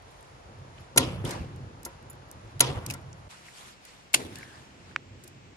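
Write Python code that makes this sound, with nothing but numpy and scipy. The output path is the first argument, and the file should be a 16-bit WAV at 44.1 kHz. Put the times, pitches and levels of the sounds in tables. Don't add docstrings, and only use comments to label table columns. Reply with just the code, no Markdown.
import sys
import numpy as np
from scipy import signal
from scipy.fft import rfft, irfft, next_fast_len
from scipy.io import wavfile
from scipy.ndimage import uniform_filter1d

SR = 44100
rng = np.random.default_rng(int(sys.argv[2]) if len(sys.argv) > 2 else 0)


def master_out(mix):
    frames = np.transpose(np.atleast_2d(mix))
    ceiling = np.clip(frames, -1, 1)
    pcm = np.round(ceiling * 32767).astype(np.int16)
    wavfile.write(sys.argv[1], SR, pcm)


def voltage_ratio(level):
    return 10 ** (np.asarray(level, float) / 20)


N = 245195

CUT_S = 3.287
AIR_LAG, NEAR_LAG = 18.06, 7


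def evened(x):
    return x / np.sqrt(np.mean(x ** 2) + 1e-20)


def wander(length, size):
    return evened(uniform_filter1d(rng.standard_normal(length), size=size))


def read(points, hz):
    f, value = np.transpose(points)
    return np.interp(np.log(hz + 1), np.log(f + 1), value)


def add(mix, s, sound):
    part = mix[:, round(s * SR):][:, :sound.shape[1]]
    part += sound[:, :part.shape[1]]


def coloured(x, db_of_hz):
    size = next_fast_len(x.shape[-1] + 512)
    gain = voltage_ratio(db_of_hz(np.fft.rfftfreq(size, 1 / SR)))
    return irfft(rfft(x, size) * gain, size)[..., :x.shape[-1]]


def ears(length, lag, alike):
    shared, private = rng.standard_normal((2, length))
    alike = np.clip(alike, 0, 1)
    return np.array([shared, alike * np.roll(shared, round(lag)) + np.sqrt(1 - alike ** 2) * private])


def spaced(x, lag, left_db):
    return np.array([voltage_ratio(left_db / 2) * x, voltage_ratio(-left_db / 2) * np.roll(x, round(lag))])


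# pitch_hz, likeness (0 to 1)
ALIKE = [(60, 0.92), (200, 0.47), (500, 0.47), (1500, 0.24), (4000, 0.24), (12000, 0.2)]


def field(db_of, lag, length, size=512, patchy_db=0.07):
    frames, hz = length * 4 // size + 5, np.fft.rfftfreq(size, 1 / SR)[:, None]
    a, b, c, d, patch = rng.standard_normal((frames, len(hz), 5)).T
    patch = evened(uniform_filter1d(uniform_filter1d(patch, size=6, axis=0), size=16, axis=1))
    same = np.clip(read(ALIKE, hz), 0, 1)
    left, private = a + 1j * b, c + 1j * d
    late = np.exp(-2j * np.pi * hz * lag / SR)
    right = same * left * late + np.sqrt(1 - same ** 2) * private
    level_db = db_of(hz, np.arange(frames) * size / 4 / SR) + patchy_db * patch
    z = np.array([left, right]) * voltage_ratio(level_db)
    return signal.istft(z, nperseg=size, noverlap=size * 3 // 4)[1][:, :length]


def rung(modes, tilt_db=0, length=0.44, contact=0.00109):
    t = np.arange(round(length * SR)) / SR
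    x = 0
    for hz, db, t60 in modes:
        fading_db = db + tilt_db * np.log2(hz / 500) - 60 * t / max(t60, 1e-3)
        x = x + voltage_ratio(fading_db) * np.sin(2 * np.pi * hz * t)
    x = x * np.clip(t / contact, 0, 1)
    return x / abs(x).max()


def rattle(length, lag, alike, rise=0.27, sag=0.56):
    t = np.arange(round(6 * length * SR)) / SR / length
    body = np.interp(t, [0, np.clip(rise, .01, .9), 1], [0, 1, 1 - np.clip(sag, 0, .95)]) ** 1.2
    chatter = 0.14 * np.exp(-(t - 1) / 0.79)
    return ears(len(t), lag, alike) * np.where(t < 1, body, chatter)


def bounced(x):
    lag, share = 15, 0.15
    return np.array([x[0] + share * np.roll(x[0], lag), x[1] * np.sqrt(1 + share ** 2)])


# pitch_hz, level_db (relative)
AIR_NEAR = [(18, -33), (30, -5), (103, -2.5), (221, -20), (426, -9.5), (866, -10), (2480, -22.5),
            (3580, -26), (6900, -31.5), (8520, -42.5), (10800, -37), (12600, -64), (16000, -81)]
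AIR_FAR = [(18, -32), (30, -1), (179, 3), (233, -2.5), (760, -4), (1390, -9), (2540, -9), (3580, -15),
           (7670, -21), (10500, -43), (12300, -36), (13300, -62), (16000, -55)]
AIR_NEAR_DB, AIR_FAR_DB = -51, -54.5


def air():
    near = voltage_ratio(AIR_NEAR_DB) * evened(field(lambda hz, t: read(AIR_NEAR, hz), AIR_LAG, N, size=1024))
    far = voltage_ratio(AIR_FAR_DB) * evened(field(lambda hz, t: read(AIR_FAR, hz), AIR_LAG, N, size=1024))
    t = np.arange(N) / SR
    return near * np.clip((CUT_S - t) / 0.0058, 0, 1) + far * np.clip((t - CUT_S) / 0.015, 0, 1)


# pitch_hz, width_hz (where 6 dB down), level_db (relative)
TIN = [(69.5, 30, -10), (98.5, 45, 0.5), (134.3, 15, 1.5), (171, 58, -9.5), (239, 90, 1), (289, 69, -5),
       (339.6, 120, -1.5), (500, 230, -8.5)]


def shaken(modes):
    def power(hz):
        return sum(voltage_ratio(2 * db) / (1 + (2 * (hz - f) / w) ** 2) ** 2 for f, w, db in modes)
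    return evened(coloured(ears(N, 8, 0.95), lambda hz: 10 * np.log10(power(hz))))


# time_s, boom_db, upper_against_boom_db
STIR = [(0, -64.5, -4), (.4, -57, -5.5), (.65, -48, -10), (.9, -55, -8), (1.9, -50, -7.5), (2.3, -53, -7.5),
        (2.55, -47, -10), (3.28, -48.5, -14.5), (3.3, -78, -17), (3.65, -62.5, -0.5), (3.85, -75, 1),
        (4.15, -76, 5), (4.701, -56.5, -2), (5.03, -52.5, -4.5), (5.56, -55, -5)]
# start_s, boom_db, hold_s, upper_db, upper_fade_db_per_s
JOLTS = [(0.963, -30, 0.19, -31, 90), (1.238, -34, 0.18, -36.5, 43), (2.6, -32, .19, -34, 80),
         (2.865, -41.5, .05, -45.5, 53.5), (4.148, -46.5, 0.23, -41.5, 45.5)]
JOLT_RISE_S, BOOM_FADE_DB_PER_S = 0.0097, 47.5
FLAP_HZ, FLAP_SWING_DB, FLAP_FIRST_S, FLAP_DIES_S = 15, 4.5, 0.041, 0.54
LUMPY_DB = 2.5
STRUCK_HZ, STRUCK_DB, STRUCK_T60_S = 130.1, 3, .5


def tin():
    t = np.arange(N) / SR
    s, stir_db, stir_upper_db = np.transpose(STIR)
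    boom = voltage_ratio(2 * np.interp(t, s, stir_db))
    upper = voltage_ratio(2 * np.interp(t, s, stir_db + stir_upper_db))
    for s, boom_db, hold, upper_db, fade_db_per_s in JOLTS:
        since = np.maximum(t - s, 0)
        same_side = (t < CUT_S) == (s < CUT_S)
        heard = np.clip(since / JOLT_RISE_S, 0, 1) ** 2 * same_side
        flap = np.cos(2 * np.pi * FLAP_HZ * (since - FLAP_FIRST_S)) - 1
        flap_db = FLAP_SWING_DB * np.exp(-since / FLAP_DIES_S) * flap
        fade_db = BOOM_FADE_DB_PER_S * np.maximum(since - hold, 0)
        boom = boom + heard * voltage_ratio(2 * (boom_db + flap_db - fade_db))
        upper = upper + heard * voltage_ratio(2 * (upper_db - fade_db_per_s * since))
    boom_lumps, upper_lumps = [voltage_ratio(LUMPY_DB * wander(N, 2000)) for _ in range(2)]
    sheet = np.sqrt(boom) * boom_lumps * shaken(TIN[:4])
    sheet = sheet + np.sqrt(upper) * upper_lumps * shaken(TIN[4:])
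    for s, boom_db, *_ in JOLTS:
        ring = rung([(STRUCK_HZ, 0, STRUCK_T60_S)], contact=0.013)
        add(sheet, s, voltage_ratio(boom_db + STRUCK_DB) * spaced(ring, 8, 0))
    return sheet * voltage_ratio(np.array([[-.6], [.6]]))


# pitch_hz, level_db (relative)
RUB = [(300, -18.5), (800, 2), (2000, -2), (4000, -4), (7000, -8), (11000, -12), (16000, -37)]
# peak_s, level_db, rise_s, fall_s, brightness_db_per_octave
STROKES = [(.12, -63, 0.15, 0.65, 1), (.8, -57.5, .18, 0.16, -2.5), (1.26, -40, .025, 0.136, -1),
           (1.315, -37, .08, 0.15, -5), (1.45, -53.5, .1, .25, -5), (1.86, -53, .03, 0.2, -3),
           (2.5, -60.5, .5, .2, -2.5), (2.91, -46.5, .12, 0.13, -4), (3.199, -74, .3, 0.26, 6),
           (3.31, -49, .03, 0.22, -1), (3.475, -52.5, .1, 0.11, 0), (3.59, -48, .12, 0.16, 0.5),
           (3.68, -49.5, .12, 0.11, -0.5), (3.87, -53.5, .1, 0.32, -1), (4.37, -50, .17, 0.31, -1),
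           (4.585, -53, .15, .25, -2.5), (4.9, -56, .4, 0.13, -4), (5.27, -62, .12, 0.11, 0.5)]
STROKE_ENDS_DB = -20


def rustle():
    out = np.zeros((2, N))
    for peak, db, rise, fall, tilt_db in STROKES:
        start = max(peak - rise, 0)
        t = np.arange(start, peak + fall, 1 / SR) - peak
        rub = field(lambda hz, s: read(RUB, hz) + tilt_db * np.log2(hz / 4000 + 0.06),
                    AIR_LAG, len(t), size=256, patchy_db=2.3)
        grain = voltage_ratio(0.51 * wander(len(t), 90))
        from_peak = np.where(t < 0, -t / rise, t / fall)
        swell = voltage_ratio(db + STROKE_ENDS_DB * from_peak ** 1.21) * signal.windows.tukey(len(t), .1)
        add(out, start, evened(rub * grain) * swell)
    return out


# pitch_hz, level_db (relative), t60_s (time to fade by 60 dB)
STEEL = [(7050, -5, .05), (9600, -8, .045), (11100, 0, .065), (14100, 4, .09)]
# start_s, peak_db
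PINGS = [(.108, -52), (.804, -52), (1.853, -30), (1.86, -49), (2.099, -33), (2.128, -61)]


def pings():
    out = np.zeros((2, N))
    for s, db in PINGS:
        add(out, s, voltage_ratio(db) * spaced(rung(STEEL, length=.08), NEAR_LAG, 0))
    return out


# start_s, peak_db, pitch_hz, width_octaves, length_s
TICKS = [(0.781, -44, 2700, 0.31, 0.0085), (0.961, -27.5, 6000, 1.1, 0.0099),
         (1.250, -30, 8000, 0.84, 0.004), (1.253, -29.5, 3340, 0.19, 0.0064), (1.276, -37, 4500, 1.3, .004),
         (1.292, -32, 4970, 1.5, 0.005), (1.333, -37, 4500, 1.2, .005), (1.307, -25, 4970, 1.14, 0.01),
         (1.561, -44.5, 9150, 0.81, 0.0038), (1.831, -35, 9000, 0.73, 0.0037),
         (1.85, -25, 7400, 0.93, 0.0091), (1.861, -34.5, 7000, 1.4, 0.0037),
         (2.104, -36.5, 10080, 0.32, 0.0024), (2.131, -45.5, 8100, 0.75, .002),
         (2.314, -28.5, 9640, 0.86, 0.0014), (2.5957, -22.5, 9240, 2.3, 0.0015),
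         (2.863, -23.5, 6500, 1.1, 0.0047), (2.888, -43, 5000, 1.3, .006), (2.900, -22, 6200, 1.16, 0.0044),
         (2.901, -26.5, 2500, 0.18, 0.012), (2.907, -21.5, 5500, 2.1, 0.0076),
         (2.922, -37, 6000, 0.8, 0.0054), (2.937, -26, 7000, 2.2, 0.0083),
         (3.129, -41.5, 6460, 0.36, 0.003), (3.484, -40, 1930, 0.29, 0.0086), (3.851, -36, 6500, 2.1, .004),
         (4.1323, -23.5, 7040, 2.2, 0.0049), (4.356, -28.5, 3000, 1.6, 0.0047),
         (4.386, -36, 7500, 1, 0.0025), (4.429, -30.5, 1950, 0.32, 0.0054),
         (4.913, -42, 1576, 0.24, 0.0028), (5.237, -39.5, 8450, 1.1, 0.0098),
         (5.276, -38, 8500, 1.3, 0.0072)]
FAINT_COUNT, FAINT_DB, FAINT_SPREAD_DB = 16, -51, 4.5
FAINT_HZ, FAINT_OCTAVES, FAINT_S = 9500, .45, 0.0025


def ticks():
    out = np.zeros((2, N))
    place = rng.random(FAINT_COUNT)
    size, pitch = rng.standard_normal((2, FAINT_COUNT))
    faint = [(u * CUT_S, FAINT_DB + FAINT_SPREAD_DB * a, FAINT_HZ * 2 ** (.15 * b), FAINT_OCTAVES, FAINT_S)
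             for u, a, b in zip(place, size, pitch)]
    for s, db, centre_hz, width, length in TICKS + faint:
        near = s < CUT_S
        burst = rattle(max(length, .001), NEAR_LAG if near else AIR_LAG, 0.3, rise=0.091)
        burst = np.pad(burst, ((0, 0), (64, 200)))
        burst = bounced(burst) if near else burst
        tick = coloured(burst, lambda hz: -6 * (np.log2(hz / centre_hz + 0.0012) / width) ** 2)
        add(out, max(s - 64 / SR, 0), voltage_ratio(db) * tick / abs(tick).max())
    return out


# pitch_hz, level_db (relative), t60_s (time to fade by 60 dB)
FRAME = [(195, -5, 0.033), (274, -4.5, 0.067), (345.2, -1, 0.12), (497.4, -3.5, 0.091), (540, -4, 0.19),
         (723.6, -6, 0.1), (921, 1.5, 0.043), (950.4, -3.5, 0.2), (1039, -6.5, 0.16), (1377, 2.5, 0.063),
         (1910, -9.5, 0.099), (2084, -2, .06)]
# start_s, level_db, brightness_db_per_octave
KNOCKS = [(0.96, -19.5, -5.5), (1.240, -25, -12), (1.265, -27.5, -9.5), (1.292, -31.5, -9),
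          (1.860, -31.5, 0), (2.945, -34, 3)]


def knocks():
    out = np.zeros((2, N))
    for s, db, tilt_db in KNOCKS:
        add(out, s, voltage_ratio(db) * spaced(rung(FRAME, tilt_db, contact=0.0029), 8, 2.5))
    return out


# pitch_hz, level_db (relative)
ECHO_NEAR = [(150, -36.5), (250, -4), (397, -9.5), (501, -3.5), (795, -16), (938, -2.5), (1110, -16),
             (1260, -10.5), (1520, -20.5), (3460, -12), (6280, -22), (10800, -33.5), (12400, -46.5),
             (13000, -53.5)]
ECHO_FAR = [(120, -46), (200, -14), (338, -1), (447, -9.5), (997, -14), (1340, -22), (1970, -15.5),
            (3270, -20), (3630, -14), (5330, -18), (10200, -26.5), (12300, -37), (13000, -38)]
# pitch_hz, t60_s (time to fade by 60 dB)
ECHO_T60 = [(200, 0.67), (600, 0.78), (1500, 0.84), (4000, 0.38), (8000, 0.42), (14000, 1)]


def yard_echo(near, lag):
    colour, length = ECHO_NEAR if near else ECHO_FAR, SR // 2
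    echo = field(lambda hz, t: read(colour, hz) - 60 * t / read(ECHO_T60, hz),
                 lag, length, size=256, patchy_db=2.47)
    echo *= np.clip(np.arange(length) / (0.0032 * SR), 0, 1) / np.std(echo[:, :1000])
    return echo * voltage_ratio(1.5 * wander(length, 200))


# start_s, crack_rms_db, rattle_length_s, echo_db, frame_blow_db, brightness_db_per_octave
SHOTS = [(0.9732, -20, 0.012, -29.5, -14, 2.5), (2.604, -19, 0.0087, -28.5, -17, 4.2),
         (4.1385, -22.5, .0135, -35.5, -39, -0.5)]
# pitch_hz, level_db (relative)
CRACK_NEAR = [(200, -37), (300, -4), (800, -7), (2450, -2.5), (2950, -3), (3550, -3), (4140, -0.5),
              (5200, -9), (6370, -3), (7910, -9.5), (10100, 1), (12000, -15), (16000, -17)]
CRACK_FAR = [(300, -44.5), (660, -4.5), (1660, -10), (2690, 2), (3230, -2), (4980, -6.5), (6180, -8),
             (6780, -5), (8680, -9.5), (11300, -6.5), (16000, -28)]
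# pitch_hz, level_db (relative), t60_s (time to fade by 60 dB)
SPRING = [(2705, -4, .3), (3340, 0, 0.48), (3500, -2.5, .35), (3680, -5, .3), (4760, -4, .3),
          (6200, -7, .25)]
SPRING_NEAR_DB, SPRING_FAR_DB = -12, -15
FAR_DULL_DB = -13


def shots():
    out = np.zeros((2, N))
    for s, db, length, echo_db, blow_db, tilt_db in SHOTS:
        near = s < CUT_S
        lag = NEAR_LAG if near else AIR_LAG
        rise, sag = (.33, .5) if near else (.48, .75)
        burst = rattle(length, lag, 0.65, rise, sag)
        burst = bounced(burst) if near else burst
        colour = CRACK_NEAR if near else CRACK_FAR
        crack = coloured(burst, lambda hz: read(colour, hz) + tilt_db * np.log2(hz / 4000 + 1))
        add(out, s, voltage_ratio(db) * evened(crack))
        blow = rung(FRAME, 1.5 if near else FAR_DULL_DB, contact=0.0057)
        add(out, s + .002, voltage_ratio(blow_db) * spaced(blow, lag, 3 * near))
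        sing_db = db + (SPRING_NEAR_DB if near else SPRING_FAR_DB)
        add(out, s + .004, voltage_ratio(sing_db) * spaced(rung(SPRING, contact=.005), lag, 0))
        add(out, s + .004, voltage_ratio(echo_db) * yard_echo(near, lag))
    return out


SCRAPE_S, SCRAPE_LENGTH_S, SCRAPE_DB, SCRAPE_FADE_DB = 4.357, 0.26, -53.5, -8
SCRAPE_START_HZ, SCRAPE_END_HZ, SCRAPE_WAVER_HZ, SCRAPE_FLUTTER_DB = 1740, 1670, 70.2, 0.5


def scrape():
    u = np.arange(0, 1, 1 / SR / SCRAPE_LENGTH_S)
    r = np.exp(-np.pi * 300 / SR)
    slow = signal.lfilter([1], np.poly([r, r]), ears(len(u), 0, 0.27) + 1j * ears(len(u), 0, 0.84))
    hz = SCRAPE_END_HZ + (SCRAPE_START_HZ - SCRAPE_END_HZ) * (1 - u) ** 2
    hz = hz + SCRAPE_WAVER_HZ * wander(len(u), 900)
    tone = (slow * np.exp(2j * np.pi * np.cumsum(hz) / SR)).real
    tone *= voltage_ratio(SCRAPE_FLUTTER_DB * wander(len(u), 700))
    fade = voltage_ratio(SCRAPE_DB + SCRAPE_FADE_DB * u ** 2) * signal.windows.tukey(len(u), .2)
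    out = np.zeros((2, N))
    add(out, SCRAPE_S, evened(tone) * fade)
    return out


# pitch_hz, level_db (relative), t60_s (time to fade by 60 dB)
POP = [(1140, -4, 0.0046), (1590, 26.5, 0.0028), (2260, 8.5, 0.011), (3000, -27, 0.0018),
       (4240, -1.5, 0.0051), (5260, 0.5, 0.0046), (7200, -5.5, 0.0034)]
POP_S, POP_DB = 4.9617, -9


def pop():
    out = np.zeros((2, N))
    snap = np.pad(rung(POP, length=.02, contact=0.000436), (300, 0))
    snap = coloured(snap, lambda hz: -40 / (1 + (hz / 600) ** 4))
    add(out, POP_S - 300 / SR, voltage_ratio(POP_DB) * spaced(snap, 0, -2.5))
    return out


def scene():
    return air() + tin() + rustle() + pings() + ticks() + knocks() + shots() + scrape() + pop()


# pitch_hz, gain_db
MIC = [(18, -29.5), (45, 0.5), (70, -2.5), (12300, 1.5), (13400, -28.5), (14500, -3), (16000, -10.5),
       (17000, -62.5)]


def microphones(dry):
    heard = coloured(dry, lambda hz: read(MIC, hz))
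    ceiling = .92
    return heard / (1 + (heard / ceiling) ** 8) ** (1 / 8)


def roll_off(x):
    return signal.sosfilt(signal.butter(12, 16810, fs=SR, output="sos"), x)


def record(dry):
    mix = microphones(dry)
    return roll_off(mix)


dry = scene()
out = record(dry)
master_out(out)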